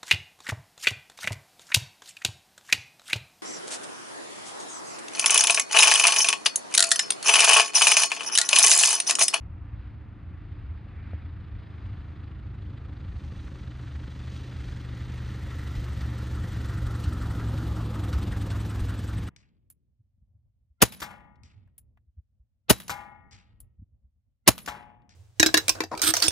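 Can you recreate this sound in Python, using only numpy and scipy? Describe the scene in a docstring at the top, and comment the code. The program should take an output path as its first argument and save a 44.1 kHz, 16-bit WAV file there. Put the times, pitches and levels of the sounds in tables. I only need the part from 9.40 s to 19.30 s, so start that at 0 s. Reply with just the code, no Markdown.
"""A light taildragger glides in, its four-cylinder engine idling slower and slower, over a breezy field.
Uneven firings boom in the exhaust, one cylinder chuffs, the two propeller blades swish and an edge whistles.
Thumps and two hollow pops come early, a bright whoosh just before touchdown, then tyres hiss on grass.
Shaped noise makes air and grass, pulses through resonances the exhaust; the plane rolls past 19 m away
amid clacks, thumps and exhaust barks, then draws away."""
import sys
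import numpy as np
from scipy import signal
from scipy.fft import rfft, irfft
from scipy.io import wavfile
from scipy.ndimage import uniform_filter1d

SR = 44100
rng = np.random.default_rng(int(sys.argv[2]) if len(sys.argv) > 2 else 0)


def store_wav(level_fs):
    """Save 16-bit WAV to argv[1]."""
    pcm = np.round(np.clip(np.atleast_2d(level_fs), -1, 1) * 32767)
    wavfile.write(sys.argv[1], SR, pcm.T.astype(np.int16))


N = 436590
TIME = np.arange(N) / SR  # s
FREQS = np.maximum(np.arange(N // 2 + 1) * SR / N, 1)  # Hz

# straight run past the listener: speed, moment and distance of the closest approach
SPEED_M_S, PASSES_S, CLOSEST_M = 17.5, 8.48, 19.06

# firing rate; two firings and two blade passes to a turn of the shaft: [start_s, rate_hz]
FIRING_RATE = [(0.0, 27.26), (0.6, 27.7), (1.3, 27.46), (2.0, 26.69), (2.8, 26.13), (3.4, 26.05),
               (4.1, 25.32), (4.5, 24.78), (5.2, 24.6), (5.7, 24.14), (6.1, 24.48), (6.5, 23.42),
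               (7.3, 23.48), (7.8, 22.34), (8.4, 21.73), (9.0, 21.06), (9.45, 20.8), (9.9, 21.03)]
# spectrum of low, churned air: [pitch_hz, level_db]
BUFFET_SPECTRUM = [(20, -24), (32, -11.5), (44, 2), (62, 4.5), (88, 5.5), (112, -3), (135, -7), (230, -39)]
# spectrum of a hard clack: [pitch_hz, level_db]
CLACK_SPECTRUM = [(700, -6), (1400, 5.5), (2500, 11), (4500, 8.5), (7000, -1.5), (15000, -27)]


def undb(db):
    """Decibels to gain."""
    return 10 ** (np.asarray(db) / 20)


def curves(table):
    """Each column of a table, joined by straight lines in time."""
    s, *columns = np.transpose(table)
    return [np.interp(TIME, s, c) for c in columns]


def unit(x):
    """Scale to rms 1."""
    return x / np.sqrt(np.mean(x ** 2))


def response(points):
    """Gain at every frequency from (Hz, dB) points, falling away beyond the ends."""
    hz, db = np.transpose(points)
    skirts = np.minimum(FREQS / hz[0], 1) * np.minimum(hz[-1] / FREQS, 1)
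    return undb(np.interp(np.log(FREQS), np.log(hz), db)) * skirts ** 2


def noise(points):
    """Turbulence with the given spectrum, rms 1."""
    return unit(irfft(rfft(rng.standard_normal(N)) * response(points), N))


def lowpassed(rolloff):
    """White noise divided by a rolloff curve, as a slow random signal."""
    return irfft(rfft(rng.standard_normal(N)) / rolloff, N)


def walk(rate):
    """Smooth random drift with a spread near 1, given new values rate times a second."""
    k = int(SR / rate)
    steps = np.repeat(rng.standard_normal(N // k + 1), k)
    return unit(uniform_filter1d(uniform_filter1d(steps, k), k)[:N])


def steady(x, span):
    """Even out swells slower than span seconds."""
    return x / np.sqrt(uniform_filter1d(x ** 2, int(span * SR)))


def offset(phase, at, count):
    """Signed distance, in firings, from a point that comes round every count firings."""
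    return (phase - at + count / 2) % count - count / 2


def bump(distance, width):
    """A smooth bell-shaped burst around distance zero."""
    return np.exp(-.5 * (distance / width) ** 2)


def swells(table):
    """Gain of smooth swells, each given as (s, half length s, dB)."""
    return undb(sum(db * bump(TIME - s, length) for s, length, db in table))


def resonance(hz, width):
    """Response of one damped resonator, gain 1 at its centre."""
    return 1 / (1 + 1j * (FREQS ** 2 - hz ** 2) / (FREQS * width))


def ringing(hz, width_hz, waver):
    """A resonance stirred by turbulence; its centre follows hz and wanders a little."""
    turn = 2 * np.pi * np.cumsum(hz * (1 + waver * walk(8))) / SR
    rolloff = 1 + (2 * FREQS / width_hz) ** 2
    a, b = lowpassed(rolloff), lowpassed(rolloff)
    return unit(a * np.cos(turn) + b * np.sin(turn))


def path():
    """Distance (m) and angle off the nose (degrees) from which the plane is heard."""
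    ahead = SPEED_M_S * (PASSES_S - TIME)
    return np.hypot(ahead, CLOSEST_M), np.degrees(np.arctan2(CLOSEST_M, ahead))


def doppler(bearing):
    """Factor by which a pitch is raised as the plane comes and lowered as it goes."""
    sound_speed_m_s = 343
    return 1 / (1 - SPEED_M_S * np.cos(np.radians(bearing)) / sound_speed_m_s)


def gains(metres, bearing):
    """Bass spreads evenly all round; higher sounds are beamed and lose level over the grass."""
    # level of each low part: [level_db at the closest approach, fall_db per doubling of distance]
    bass_levels = {"rumble": (-34.5, 3.42), "drone": (-52, 3.84), "hum": (0.69, 4.92),
                   "wash": (-37.5, 5.28), "low rush": (-50.5, 8.1), "hoot": (-57, 8)}
    # angles off the nose, head-on to rear quarter: [bearing_degrees]
    bearings = [8, 25, 50, 90, 135]
    # level of each beamed part: [levels_db at those bearings and the closest distance, loss_db_per_m]
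    beam_levels = {"rush": ([-44.5, -45, -52.5, -51, -46], .001),
                   "swish": ([-42.5, -49.5, -57.5, -57.5, -54], 0.17),
                   "chuff": ([-68.5, -52, -52.5, -54.5, -53], .05),
                   "growl": ([-44, -42, -54.5, -50.5, -51.5], 0.1),
                   "low ring": ([-55.5, -52.5, -48, -55, -58.5], .002),
                   "high ring": ([-58.5, -48.5, -55, -64, -56.5], 0.023),
                   "tyres": ([-52.5, -51.5, -56.5, -66, -57], 0.022), "tips": ([-67.5, -52, -58, -60, -55],
                   0.25), "whistle": ([-70, -63.5, -66, -72, -60.5], 0.16)}
    far = metres / CLOSEST_M
    gain = {}
    for part, (db, fall_db) in bass_levels.items():
        gain[part] = undb(db - fall_db * np.log2(far))
    for part, (db, loss) in beam_levels.items():
        grass_loss_db = loss * (metres - CLOSEST_M)
        gain[part] = undb(np.interp(bearing, bearings, db) - grass_loss_db) / far
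    return gain


def breeze(db=-62.5):
    """Air moves over dry grass and trees, all around, as gusting noise that differs at each port."""
    # spectrum of the breeze: [pitch_hz, level_db]
    breeze_spectrum = [(25, 2), (50, 4), (100, 2), (180, 5), (250, -4), (300, 3.5), (400, -9), (520, -10),
                       (700, 7), (1200, 3), (1700, -13), (2400, -26.5), (4000, -27.5), (8000, -45)]
    gusts = undb(1.0 * walk(2.7))
    return undb(db) * gusts * np.array([noise(breeze_spectrum), noise(breeze_spectrum)])


def draught(db=-54, gust_db=1.5):
    """Moving air buffets each microphone port on its own, in short gusts common to both."""
    return undb(db + gust_db * walk(3.6)) * np.array([noise(BUFFET_SPECTRUM), noise(BUFFET_SPECTRUM)])


def hum(phase, waver_db=0.9, jitter_rad=.27):
    """Blades and firings hum on low multiples of the firing rate; the tones keep in step and throb."""
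    # strength of a tone at each pitch, slid through as the engine slows: [pitch_hz, level_db]
    hum_curve = [(42, -44), (52, -46.5), (68, -35), (80, -36), (89, -43), (94, -47), (99, -56), (104, -33),
                 (113, -33.5), (121, -32.5), (131, -40), (138, -50)]
    # extra weight of the tones at 2, 3, 4 and 5 times the firing rate: [level_db]
    order_weights = [-8, 1.5, -0.5, 0.5]
    rate, = curves(FIRING_RATE)
    hz, db = np.transpose(hum_curve)
    out = np.zeros(N)
    for k, order_db in enumerate(order_weights, start=2):
        level_db = np.interp(k * rate, hz, db) + order_db + waver_db * walk(8)
        angle = 2 * np.pi * k * phase + jitter_rad * walk(14)
        out += np.sqrt(2) * undb(level_db) * np.cos(angle)
    return out


def firings(phase, scatter_db=3.0, jitter_s=0.00048):
    """One pulse per firing, a little uneven in size and timing."""
    # strength of each cylinder in firing order: [level_db]
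    cylinder_levels = [1, -0.3, -1.2, -0.014]
    starts = np.flatnonzero(np.diff(np.floor(phase)) > 0)
    chance = rng.standard_normal((len(starts), 2))
    when = np.clip(starts + jitter_s * SR * chance[:, 0], 0, N - 1).astype(int)
    pulses = np.zeros(N)
    pulses[when] = undb(np.resize(cylinder_levels, len(starts)) + scatter_db * chance[:, 1])
    return pulses


def exhaust(pulses, modes):
    """Firings ring the exhaust; the muffler dulls both the lowest and the highest sound."""
    pipe = 0
    for k, (hz, width, db) in enumerate(modes):
        pipe = pipe + (-1) ** k * undb(db) * resonance(hz, width)  # neighbours alternate in sign
    high_cut = 1 / (1 + (FREQS / modes[-1][0] / 0.65) ** 6)
    low_cut = 1 / (1 + (140 / FREQS) ** 6)
    return unit(irfft(rfft(pulses) * pipe * high_cut * low_cut, N))


def pipes(phase, shift):
    """Body and growl of the exhaust; their resonances sink by the Doppler shift as the plane goes by."""
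    # resonances of the pipe's body: [pitch_hz, width_hz, level_db]
    body_modes = [(171.7, 33, -1), (294, 40, 4.5), (350, 16, -12)]
    # resonances of the growl: [pitch_hz, width_hz, level_db]
    growl_modes = [(287, 140, -3), (527, 25, 0.5), (760, 130, -6.5)]
    clock, samples = np.cumsum(shift / shift.mean()), np.arange(N)
    # firings are spread onto the source's clock, so that only the resonances shift on the way back
    fired = firings(np.interp(samples, clock, phase))
    return [np.interp(clock, samples, exhaust(fired, modes)) for modes in (body_modes, growl_modes)]


def chuff(phase, shift, attack=0.08, decay=1.0, scatter_db=1.0, slap_db=-10, slap_width=0.1,
          ring_hz=1420, ring_db=-3):
    """Once in four firings one cylinder slaps brightly and puffs rasping gas with a wandering ring."""
    # spectrum of the puff: [pitch_hz, level_db]
    puff_spectrum = [(500, -40.5), (1000, 1.5), (1300, 11), (1550, 3), (1950, 2), (2400, -23), (5000, -41)]
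    age = (phase - 2.93) % 4  # attack, decay and slap width are in firings too
    ring = ringing(ring_hz * shift, 110, .09)
    envelope = (1 - np.exp(-age / attack)) * np.exp(-age / decay)
    puff = envelope * (noise(puff_spectrum) + undb(ring_db) * ring)
    slap = undb(slap_db) * bump(offset(phase, 2.94, count=4), slap_width) * noise(CLACK_SPECTRUM)
    return unit((puff + slap) * undb(scatter_db * walk(12)))


def drone():
    """A low, wavering resonance of the exhaust pipe sings on between firings."""
    # the tone: [pitch_hz, width_hz, waver as a share of the pitch]
    hz, width_hz, waver = (298, 7.1, .02)
    return steady(ringing(hz, width_hz, waver), .3)


def hoot(phase, shift, lag=2.11, length=.55, rise=.025):
    """Once in every four firings the pipe gives a short, faint hoot that bends upward."""
    # the tone before Doppler and bend: [pitch_hz, width_hz, waver as a share of the pitch]
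    hz, width_hz, waver = (510, 34, .025)
    distance = offset(phase, lag, count=4)
    tone = ringing(hz * shift * (1 + rise * distance), width_hz, waver)
    return unit(bump(distance, length) * steady(tone, 0.072))


def rumble(flutter_db=1.5, flutter_rate=13, surge_length_s=0.062):
    """Churned air rumbles unevenly, with short surges and lulls."""
    # strongest surges and lulls, all equally short: [peak_s, level_db]
    surge_moments = [(0.07, 7), (.38, 8), (.72, -3.5), (1.12, 6), (1.3, 6.5), (1.47, 0), (1.92, 4),
                     (2.16, 7), (2.29, -8.5), (2.53, 6.5), (3.1, 2), (3.28, 5.5), (3.52, 2.5), (3.72, 6.5),
                     (4.01, 6), (4.34, 1), (4.5, 5.5), (5.45, -8), (6.3, 2.5), (7.14, 3.5), (7.39, 5.5),
                     (7.85, -0.5), (8.06, -2), (8.45, -3), (9.15, 2.5), (9.8, 4.5)]
    surges = swells([(s, surge_length_s, db) for s, db in surge_moments])
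    return steady(noise(BUFFET_SPECTRUM), 0.12) * undb(flutter_db * walk(flutter_rate)) * surges


def wash(body):
    """Low rushing air blends with the boom of the exhaust's body."""
    # spectrum of the air: [pitch_hz, level_db]
    wash_spectrum = [(100, -9), (160, 0.5), (200, -4.5), (250, -6), (305, -6.5), (370, -12), (430, -17.5),
                     (510, -19.5), (620, -23.5), (1100, -47)]
    return undb(-1.0) * noise(wash_spectrum) + undb(-5.5) * body


def blades(phase, depth, lead=0.052, uneven=0.17, sharp=.3):
    """Short swell of the air noise as each blade comes round; one blade is louder."""
    turn = 2 * np.pi * (phase + lead)
    passes = 1 + np.clip(depth, 0, 1) * (np.cos(turn) + sharp * np.cos(2 * turn))
    return unit(passes * (1 - uneven * depth * np.cos(np.pi * phase)))


def low_rush(phase, depth):
    """Mid-low air noise is gently chopped by the passing blades."""
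    # spectrum of the air: [pitch_hz, level_db]
    low_rush_spectrum = [(300, -2.5), (500, -1), (700, 4), (900, 5.5), (1150, 0.5), (1800, -15.5)]
    return undb(1.0 * walk(18)) * noise(low_rush_spectrum) * blades(phase, 0.45 * depth)


def cowling(shift, hz=1280, width_hz=330):
    """Engine noise rings in the cowling, as a wavering, Doppler-shifted band of noise."""
    return ringing(hz * shift, width_hz, waver=.025)


def rush(phase, depth, shift, swell, gain):
    """Air noise and the cowling's two rings are chopped together by the blades."""
    # spectrum of the air: [pitch_hz, level_db]
    rush_spectrum = [(600, -10.5), (1000, -6.5), (1180, -1), (1340, -2), (1600, -2), (1950, -4),
                     (2250, -5.5), (2700, -8), (4000, -30.5)]
    air = np.sqrt(swell) * gain["rush"] * undb(-3.5) * noise(rush_spectrum)
    low_ring = gain["low ring"] * cowling(shift)
    high_ring = swell * gain["high ring"] * cowling(shift, hz=1779, width_hz=370)
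    grains = undb(1.0 * walk(70))  # breaks it into rasping grains
    return (air + low_ring + high_ring) * blades(phase, 0.64 * depth) * grains


def swish(phase, depth):
    """Bright air noise swells as each blade passes."""
    # spectrum of the swish: [pitch_hz, level_db]
    swish_spectrum = [(1500, -14), (2300, -8), (2900, 8.5), (3500, 9.5), (4400, 4), (4950, 0),
                      (5400, -10.5), (6500, -31), (9000, -53)]
    return undb(1.1 * walk(25)) * noise(swish_spectrum) * blades(phase, depth)


def tips(phase, depth):
    """The blade tips hiss in the high treble as they pass."""
    # spectrum of the tips: [pitch_hz, level_db]
    tip_spectrum = [(5000, 8.5), (7400, 6.5), (9000, 2), (11500, 2), (13500, 0), (15500, -8)]
    passes = blades(phase, 1.11 * depth, lead=-0.062, uneven=-0.032)
    return undb(1.0 * walk(25)) * noise(tip_spectrum) * passes


def whistle(phase, bearing, glide_hz=1100, width_hz=430, other_db=-7, lag=0.91):
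    """A propeller edge whistles once a turn, a shorter, softer one between; the motion sweeps the pitch."""
    # middle pitch heard from each side: [bearing_degrees, pitch_hz]
    whistle_pitch = [(13, 7200), (25, 7900), (90, 8300)]
    distance = offset(phase, lag, count=2)
    other = undb(other_db) * bump(offset(phase, lag + 1, count=2), 0.031)
    burst = bump(distance, 0.17) + other
    middle_hz = np.interp(bearing, *np.transpose(whistle_pitch))
    hz = middle_hz + glide_hz * np.sin(2 * np.pi * distance) / 2
    flutter = lowpassed(1 + (FREQS / width_hz) ** 4)
    tone = flutter * np.cos(2 * np.pi * np.cumsum(hz) / SR)
    return unit(burst * undb(1.0 * walk(13)) * tone)


def tyres(grain_db=2.0):
    """Dry grass crackles finely under wheels that brush it, skip and then settle."""
    # spectrum of the crackle: [pitch_hz, level_db]
    hiss_spectrum = [(2500, 7), (4200, 6.5), (5300, 0.5), (6200, 2.5), (7000, -4), (8500, -7.5),
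                     (11500, -17.5), (15500, -29)]
    # how firmly the wheels touch: [start_s, contact_db]
    wheel_contact = [(0, -28), (2.0, -23.5), (2.45, -7.5), (2.95, -15), (3.5, -11), (3.85, 0), (4.7, 0.5),
                     (4.95, 5), (5.6, 0)]
    crackle = unit(noise(hiss_spectrum) * undb(grain_db * walk(500) + 1.0 * walk(13)))
    return undb(curves(wheel_contact)[0]) * crackle


def knocks():
    """The airframe knocks: dull sine thumps, and short noise clacks with a very faint hollow ring."""
    # clacks: [start_s, clack_db, ring_db relative to the clack, decay_s]
    clack_events = [(2.462, -65, -64, 0.0054), (6.272, -54, -60, .008), (6.353, -50.5, -61, 0.03),
                    (6.440, -51, -52, 0.0093), (6.609, -48, -45, 0.014), (7.639, -44.5, -61, 0.012),
                    (8.177, -48.5, -84, 0.0092), (8.729, -43, -37, 0.02), (9.103, -43.5, -56, .014)]
    # spectrum of the hollow ring: [pitch_hz, level_db]
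    ring_spectrum = [(150, -14), (350, -10), (550, 7), (740, 0), (950, -7), (1700, -17), (2500, -28)]
    # thumps: [peak_s, pitch_hz, level_db, half_length_s]
    thump_events = [(1.306, 73, -27.5, 0.013), (1.581, 75, -31, 0.012), (1.748, 85, -26, 0.0092),
                    (2.479, 59, -36, 0.011), (6.384, 60.5, -20.5, 0.0075), (6.649, 67.5, -25, 0.014),
                    (7.682, 71, -19, 0.01), (8.767, 67, -17.5, 0.016), (9.421, 63.6, -17.5, 0.0047)]
    clack, ring, out = noise(CLACK_SPECTRUM), noise(ring_spectrum), np.zeros(N)
    for s, db, ring_db, decay in clack_events:
        span = slice(int(s * SR), int(s * SR) + SR // 10)
        fade = np.exp(-(TIME[span] - s) / decay)
        out[span] += undb(db) * fade * (clack[span] + undb(ring_db) * ring[span])
    for s, hz, db, length in thump_events:
        out += undb(db) * bump(TIME - s, length) * np.sin(2 * np.pi * hz * (s - TIME))
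    return out


def pops():
    """Two dull, hollow pops, one soft and one firm; each mode swells and dies within a few cycles."""
    # pops: [start_s, level_db, pitch_factor]
    pop_events = [(1.4685, -53, 1), (1.7335, -40.5, .92)]
    # modes before the pitch factor: [pitch_hz, level_db relative to the pop, decay_s]
    pop_modes = [(260, 1, .003), (430, -6, .002), (560, 2, .0015), (700, -2, .0013), (1600, -5, .0005)]
    out = np.zeros(N)
    for s, pop_db, pitch in pop_events:
        age = np.clip(TIME - s, 0, 1)
        for hz, db, decay in pop_modes:
            envelope = age / decay * np.exp(1 - age / decay)
            out += undb(pop_db + db) * envelope * np.sin(2 * np.pi * hz * pitch * age)
    return out


def flare():
    """The air whooshes briefly and brightly as the nose lifts before touchdown."""
    # the whoosh: [peak_s, half_length_s, level_db]
    s, length, db = (1.68, 0.13, -61)
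    # its spectrum: [pitch_hz, level_db]
    whoosh_spectrum = [(1000, -9.5), (1600, 5), (2400, 3.5), (3300, -24)]
    return undb(db) * bump(TIME - s, length) * noise(whoosh_spectrum)


def barks(width_hz=220):
    """The hardest firings bark in the exhaust, each a short, rough tone at its own pitch."""
    # barks: [peak_s, pitch_hz, level_db, half_length_s]
    bark_events = [(6.972, 1315, -52, 0.016), (7.856, 1255, -51, 0.023), (8.008, 1373, -52, 0.015),
                   (8.56, 1262, -44.5, 0.0081), (8.735, 1406, -43.5, 0.0069), (8.79, 1380, -51, 0.0072),
                   (8.93, 1870, -48.5, 0.0086), (9.159, 1220, -50, .009), (9.312, 1330, -51, .015),
                   (9.505, 1467, -48, 0.018), (9.702, 1410, -49.5, 0.012)]
    jitter = unit(lowpassed(1 + (2 * FREQS / width_hz) ** 2))
    out = np.zeros(N)
    for s, hz, db, length in bark_events:
        span = slice(int((s - 4 * length) * SR), int((s + 4 * length) * SR))
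        age = TIME[span] - s
        tone = np.sin(2 * np.pi * hz * age + 1.5 * jitter[span])
        out[span] += np.sqrt(2) * undb(db) * bump(age, length) * tone
    return out


def ports(x, spread_s=.137):
    """Two ports hear the plane slightly out of phase, with a late, opposite-signed copy that widens the stereo."""
    # strength of the late copy: [pitch_hz, level_db]
    spread_spectrum = [(25, -24), (120, -44), (350, -39.5), (650, -13), (1200, -27.5), (2200, -35.5),
                       (3500, -20.5), (6000, -37), (8500, -12.5), (11000, -4.5), (13500, -6.5)]
    # share of the sound that differs between the ports: [pitch_hz, level_db]
    port_difference = [(30, -32), (350, -58.5), (520, -14), (700, -17), (1050, -29.5), (1300, -13),
                       (2300, -50.5), (3100, -9), (4100, -10.5), (5200, -55), (7000, -41.5), (8300, 0.5),
                       (11000, 9.5), (13000, -16.5)]
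    late = np.interp(TIME - spread_s, TIME, irfft(rfft(x) * response(spread_spectrum), N), left=0)
    # a quarter-cycle shift; it and the late copy have opposite signs at the two ports
    side = irfft(rfft(x) * 1j * response(port_difference), N) + late
    return np.array([x + side, x - side])


def scene():
    """The shaft angle drives exhaust and propeller; distance and bearing set their levels."""
    # how deeply the blades chop the air noise from each side: [bearing_degrees, depth 0-1]
    chop_depth = [(7, 0.06), (10, 0.32), (12, 0.48), (15, 0.69), (23, 0.24), (48, 0.45), (75, 0.09),
                  (100, 0.46), (139, 0.41)]
    # brief swells of the blades' bright sound: [peak_s, half_length_s, level_db]
    swell_moments = [(.42, 0.11, 6), (1.15, 0.19, 4.5), (1.69, 0.2, 5), (2.35, 0.27, 5.5), (3.88, 0.14, 1),
                     (4.95, 0.5, 1), (5.5, 0.26, 1)]
    phase = np.cumsum(curves(FIRING_RATE)[0]) / SR  # counted in firings
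    metres, bearing = path()
    gain = gains(metres, bearing)
    depth = np.interp(bearing, *np.transpose(chop_depth))
    shift = doppler(bearing)
    swell = swells(swell_moments)
    body, growl = pipes(phase, shift)

    engine = gain["hum"] * hum(phase) + gain["growl"] * growl
    engine += gain["chuff"] * chuff(phase, shift)
    engine += gain["drone"] * drone() + gain["hoot"] * hoot(phase, shift)

    air = gain["rumble"] * rumble() + gain["wash"] * wash(body)
    air += gain["low rush"] * low_rush(phase, depth)
    air += rush(phase, depth, shift, swell, gain)
    air += swell * gain["swish"] * swish(phase, depth) + flare()

    treble = gain["tyres"] * tyres() + gain["tips"] * tips(phase, depth)
    treble += gain["whistle"] * whistle(phase, bearing)
    plane = engine + air + treble + knocks() + barks() + pops()
    return ports(plane) + breeze() + draught()


def record(dry):
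    """A narrow band of treble is lost, the ends fade and a steep filter cuts the top."""
    notch_hz, notch_width_hz, top_hz, edge_s = 10000, 560, 15740, .012
    notch = 1 - .97 * np.exp(-((FREQS - notch_hz) / notch_width_hz) ** 4)
    fade = np.clip(np.minimum(TIME, TIME[::-1]) / edge_s, 0, 1) ** 2
    heard = irfft(rfft(dry) * notch, N) * fade
    return signal.sosfilt(signal.ellip(10, .2, 80, top_hz, fs=SR, output="sos"), heard)


dry = scene()
out = record(dry)
store_wav(out)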